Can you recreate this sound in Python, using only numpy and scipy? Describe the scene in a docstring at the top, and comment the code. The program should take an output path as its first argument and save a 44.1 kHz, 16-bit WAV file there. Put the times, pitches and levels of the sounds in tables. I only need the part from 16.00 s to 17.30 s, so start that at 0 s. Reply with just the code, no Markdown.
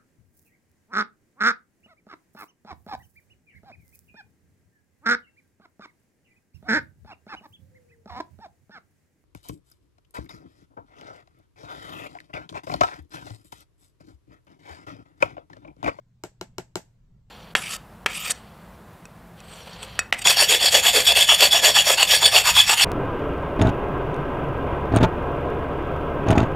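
"""A plastic pen taps a plastic sheet on a desk four times, close to a stereo camera in a quiet room,
over a low room rumble, an appliance's hum and hiss that last throughout. Each tap is a click with
scattered noise grains, over dying sines for pen tip, barrel, sheet and desk top. Nearby surfaces return
delayed copies, and the room answers with noise that dies at its own speed in each band."""
import sys
import numpy as np
from scipy import signal
from scipy.fft import rfft, irfft
from scipy.io import wavfile
from scipy.ndimage import uniform_filter1d

SR = 44100
rng = np.random.default_rng(int(sys.argv[2]) if len(sys.argv) > 2 else 0)


def ratio_of_db(decibels):
    """Turn decibels (scalar or array-like) into linear amplitude factors; 0 dB maps to 1."""
    return 10 ** (np.asarray(decibels, float) / 20)


def to_wav(sig):
    """Store sig (one row per channel, or 1-D mono) as 16-bit WAV at the path in sys.argv[1].

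    Samples outside -1..1 are clipped; the rate is SR.
    """
    pcm = np.clip(np.atleast_2d(sig), -1, 1) * 32767
    pcm = np.round(pcm).astype(np.int16)
    wavfile.write(sys.argv[1], SR, pcm.T)  # frames by channels


N = 57330


def evened(x):
    """Scales to rms 1."""
    return x / np.sqrt(np.mean(x ** 2) + 1e-20)


def read(points, hz):
    """Reads a table on a log-frequency axis."""
    point_hz, value = np.transpose(points)
    return np.interp(np.log(hz + 1), np.log(point_hz + 1), value)


def add(mix, start_s, sound):
    """Mixes a stereo sound in at start_s, cut off at the end of the mix."""
    part = mix[:, round(start_s * SR):][:, :sound.shape[1]]
    part += sound[:, :part.shape[1]]


def sides(pan_db):
    """Left and right gains for a left-over-right level difference."""
    return ratio_of_db(np.array([pan_db / 2, -pan_db / 2]))


def alike(pair, likeness):
    """Gives two unrelated noises a left-right likeness: 1 is mono, 0 unrelated, -1 opposite."""
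    left, other = pair
    return np.array([left, likeness * left + np.sqrt(1 - likeness ** 2) * other])


def air():
    """Room rumble, near mono and slowly swelling, under hiss whose left-right likeness varies by band."""
    # colour of the rumble and hiss: hz, level_db (per Hz, relative)
    air_tone = [(12, -30), (20, -0.5), (45, -3.5), (124, -5.5), (175, -5), (236, -17.5), (341, -28),
                (403, -23.5), (491, -29.5), (600, -27), (1000, -36), (2880, -41.5), (6310, -46.5),
                (8400, -47), (9000, -58), (15100, -49.5), (16400, -60.5)]
    # how alike left and right are: hz, likeness (-1 to 1)
    air_likeness = [(60, 0.96), (130, 0.95), (290, 1), (640, 0.17), (1410, 0.47), (3100, 0.088),
                    (6820, 0.42), (15000, -0.48)]
    # swells of the rumble: time_s, level_db
    rumble_swell = [(0, -4.5), (.2, -5), (.45, 0), (.62, 4), (0.901, -1.5), (1.049, 4.5), (1.2, 4.5),
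                    (1.3, -1)]
    level_db, patch_db, rumble_top_hz = -59.5, 2.5, 260
    frames, hz = N // 512 + 5, np.fft.rfftfreq(2048, 1 / SR)
    a, b, c, d, patches = rng.standard_normal((frames, 1025, 5)).T
    # small patches of time and frequency stand out or sink
    patches = uniform_filter1d(patches, size=8, axis=0)
    patches = evened(uniform_filter1d(patches, size=5, axis=1))
    likeness = np.clip(read(air_likeness, hz), -1, 1)[:, None]
    z = alike((a + 1j * b, c + 1j * d), likeness)
    swell_db = np.interp(np.arange(frames) * 512 / SR, *np.transpose(rumble_swell))
    swell_db = swell_db / (1 + (hz[:, None] / rumble_top_hz) ** 2)  # fades out above the rumble
    z = z * ratio_of_db(read(air_tone, hz)[:, None] + patch_db * patches + swell_db)
    noise = signal.istft(z, nperseg=2048, noverlap=1536)[1][:, :N]
    return ratio_of_db(level_db) * evened(noise)


def hum():
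    """An appliance hums: one steady sine whose level wavers at mixed rates of 1 to 10 Hz."""
    hum_hz, level_db, waver_db = 119.8, -63, 1.3
    t = np.arange(N) / SR
    rates_hz = np.geomspace(1, 10, 12)
    waver = evened(sum(np.sin(2 * np.pi * (rate * t + rng.random())) for rate in rates_hz))
    tone = np.sqrt(2) * np.sin(2 * np.pi * (hum_hz * t + rng.random()))
    return ratio_of_db(level_db + waver_db * waver) * tone


def tail(grain, treble_db, pen_db):
    """The room's answer: dense reflections as noise, each band dying at its own speed."""
    # how fast the room dies: hz, t60_s
    room_decay = [(150, 0.067), (400, 0.1), (1040, 0.11), (2760, 0.13), (7800, .17), (9500, 0.086),
                  (15000, 0.15)]
    # colour of the reflections: hz, level_db (per Hz, relative)
    room_tone = [(59, -22.5), (100, -5.5), (278, -8.5), (409, 8), (528, -10.5), (881, -6), (1190, -18),
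                 (1600, -10.5), (1740, -13), (3530, -19.5), (7770, -15.5), (9020, -21), (11400, -19.5),
                 (15000, -30), (16400, -56.5)]
    # how alike left and right are: hz, likeness (0 to 1)
    room_likeness = [(150, 0.87), (400, 0.28), (800, .4), (1600, .1), (8000, .01)]
    level_db, start_s, patch_db = 8, 0.0062, 2
    late_db, late_t60_s = -29, 0.54  # a fainter, longer tail in every band
    tilt_hz = 5950
    pen_room_db, pen_room_hz, pen_room_width_hz = 18.5, 7715, 700
    hz, t, z = signal.stft(grain, SR, nperseg=256)
    z = alike(z, np.clip(read(room_likeness, hz), 0, 1)[:, None])
    fall = ratio_of_db(-60 * t / read(room_decay, hz)[:, None]) + ratio_of_db(late_db - 60 * t / late_t60_s)
    tone_db = read(room_tone, hz) + treble_db / (1 + (tilt_hz / (hz + 1)) ** 2)
    # the barrel's ring carries on in the room
    pen_band = np.exp(-((hz - pen_room_hz) / pen_room_width_hz) ** 2)
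    tone_db = tone_db + 20 * np.log10(1 + ratio_of_db(pen_room_db + pen_db) * pen_band)
    patches = evened(uniform_filter1d(z[0].real, size=9, axis=0))  # uneven reflections
    z = z * ratio_of_db(tone_db[:, None] + patch_db * patches) * fall
    out = signal.istft(z, SR, nperseg=256)[1]
    # silent until start_s, full at twice that
    fade_in = np.clip(np.arange(out.shape[1]) / SR / start_s - 1, 0, 1)
    return ratio_of_db(level_db) * out * fade_in


def ring(modes, pitch, swell_turns):
    """Dying sines, moving away from the microphone first, each radiating to its own side.
    Each swells up with a time constant of swell_turns cycles."""
    t = np.arange(SR // 4) / SR
    out = np.zeros((2, len(t)))
    for hz, db, t60, pan_db in modes:
        envelope = ratio_of_db(db - 60 * t / t60) * (1 - np.exp(-t * hz / swell_turns))
        out -= sides(pan_db)[:, None] * envelope * np.sin(2 * np.pi * hz * pitch * t)
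    return out


def crack(grain):
    """One click at the contact and a few milliseconds of scattered grains, coloured alike."""
    # colour of the crack: hz, level_db (per Hz, relative)
    crack_tone = [(900, -43), (1600, -16), (2400, -1.5), (3200, -2), (4170, -3.5), (4700, -14.5),
                  (5470, -11.5), (6510, -12), (7740, -4), (8820, -19.5), (11800, -16.5), (16000, -23)]
    # side it radiates to: hz, left_over_right_db
    crack_pan = [(1200, 11.5), (2400, -6), (4400, -0.5), (7500, 16.5), (10000, -6), (15000, 5)]
    likeness, scatter_db, t60_s = 0.7, -7, 0.011
    t, hz = np.arange(grain.shape[1]) / SR, np.fft.rfftfreq(512, 1 / SR)
    scatter = alike(grain, likeness) * ratio_of_db(scatter_db - 60 * t / t60_s)
    log_gain = np.log(ratio_of_db(np.maximum(read(crack_tone, hz), -80)) * sides(read(crack_pan, hz)))
    # minimum phase: the filter's energy comes as early as it can
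    full = np.concatenate([log_gain, log_gain[:, -2:0:-1]], axis=1)
    colour = np.fft.ifft(np.exp(np.conj(signal.hilbert(full)))).real
    click = t == 0
    return signal.fftconvolve(scatter - click, colour / np.linalg.norm(colour), axes=1)


def taps():
    """Like taps in one place: crack and rings, with echoes and room mostly shared."""
    # the pen's taps: start_s, strength_db, crack_db and pen_db (trims over strength),
    # desk_pitch (factor)
    tap_list = [(0.2371, -27, -2.5, -20.5, 0.93), (.4120, -26, -3.5, -24, 0.98),
                (0.5828, -24, -3, -22, 0.97), (0.756, -21, -1.5, -27.5, 0.96)]
    # ringing parts, each: hz (before the pitch factor), level_db (relative), t60_s, left_over_right_db
    desk_modes = [(127.4, -8.5, 0.056, 1), (180.6, -9, .09, 0.5), (255, -11.5, 0.017, -7.5),
                  (382.2, 3, 0.032, 2.), (440.3, -14.5, 0.056, -0.5), (678.6, -10.5, 0.033, 1),
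                  (754, -8.5, 0.04, -1), (680, -23.5, 0.14, 12), (870, -11.5, .025, 9),
                  (890, -20, 0.13, 2.5), (947, -11.5, 0.03, 11), (965, -12, 0.0097, 10),
                  (1200, -19, 0.012, 7.5)]  # desk top
    sheet_modes = [(1399, -2, 0.026, 1), (1553, -8, 0.016, 8.5), (1562, -27.5, .15, 3), (1942, -24, .02, 0),
                   (2220, -4.5, 0.032, -2.5), (2051, -28, .15, 0.5), (2890, -8, 0.014, -19),
                   (3600, -14.5, 0.0068, 1.5)]  # plastic sheet
    barrel_modes = [(7770, -3.5, 0.02, 14), (7420, -11.5, 0.01, 7.5), (8110, -22.5, 0.00762, -2),
                    (11597, -4.5, 0.038, -13)]  # pen barrel
    tip_modes = [(4110, -10.5, 0.029, .5), (4560, -13, 0.0071, 3), (14300, -22.5, .012, 1),
                 (5202, -3, 0.0069, 4), (5497, -2, 0.0069, 2.5), (6135, -12, .01, 3.5)]  # pen tip, ringing with the crack
    # nearby surfaces: delay_s, level_db, left_over_right_db
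    surfaces = [(.0035, -26, 0.5), (.0065, -21.5, 2.5), (.0095, -22.5, 10), (0.015, -21.5, 3),
                (.0165, -34.5, -4.5), (.022, -32.5, -6)]
    desk_db, sheet_db, barrel_db, crack_base_db = 1, -6, 0.5, 9
    swell_turns, desk_swell_turns = 0.2, 0.58  # cycles
    rebound_s, right_lag_s = 0.00095, 0.00015
    crack_fresh, room_fresh = 0.62, 0.8  # new noise in each tap, against 1 of shared noise
    desk_echo_db, room_tilt = -5, 4.5  # tilt: dB of room treble per dB of crack
    out = np.zeros((2, N))
    crack_grain = rng.standard_normal((2, 512))
    room_grain = rng.standard_normal((2, SR // 2))
    for start_s, strength_db, crack_db, pen_db, desk_pitch in tap_list:
        # the desk springs back, towards the microphone first
        desk = -ratio_of_db(strength_db + desk_db) * ring(desk_modes, desk_pitch, desk_swell_turns)
        bright = ratio_of_db(sheet_db) * ring(sheet_modes, 1, swell_turns)
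        bright += ratio_of_db(barrel_db + pen_db) * ring(barrel_modes, 0.99, swell_turns)
        bright += ratio_of_db(crack_db) * ring(tip_modes, 1, swell_turns)
        grain = crack_grain + crack_fresh * rng.standard_normal((2, 512))
        add(bright, 0, ratio_of_db(crack_base_db + crack_db) * crack(grain))
        # sheet, pen and crack reach the right microphone slightly later
        turns = np.fft.rfftfreq(bright.shape[1], 1 / SR) * np.array([[0], [right_lag_s]])
        lag = np.exp(-2j * np.pi * turns)
        bright = ratio_of_db(strength_db) * irfft(rfft(bright) * lag, bright.shape[1])
        grain = room_grain + room_fresh * rng.standard_normal(room_grain.shape)
        grain = grain / np.hypot(1, room_fresh)
        add(out, start_s, bright)
        add(out, start_s + rebound_s, desk)
        add(out, start_s, ratio_of_db(strength_db) * tail(grain, room_tilt * crack_db, pen_db))
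        reflected = bright + ratio_of_db(desk_echo_db) * desk
        for delay_s, echo_db, pan_db in surfaces:
            add(out, start_s + delay_s, ratio_of_db(echo_db) * sides(pan_db)[:, None] * reflected)
    return out


def scene():
    """Taps over the room's floor."""
    return air() + hum() + taps()


def band_limit(x):
    """A steep low-pass at the top of the band."""
    return signal.sosfilt(signal.butter(12, 16540, fs=SR, output="sos"), x)


def record(dry):
    """The camera's band limit: a steep low-pass at 16250 Hz takes off the top of the treble."""
    edge = signal.firwin(numtaps=255, cutoff=16250, fs=SR)
    mix = signal.oaconvolve(dry, edge[None], "same")
    return band_limit(mix)


dry = scene()
out = record(dry)
to_wav(out)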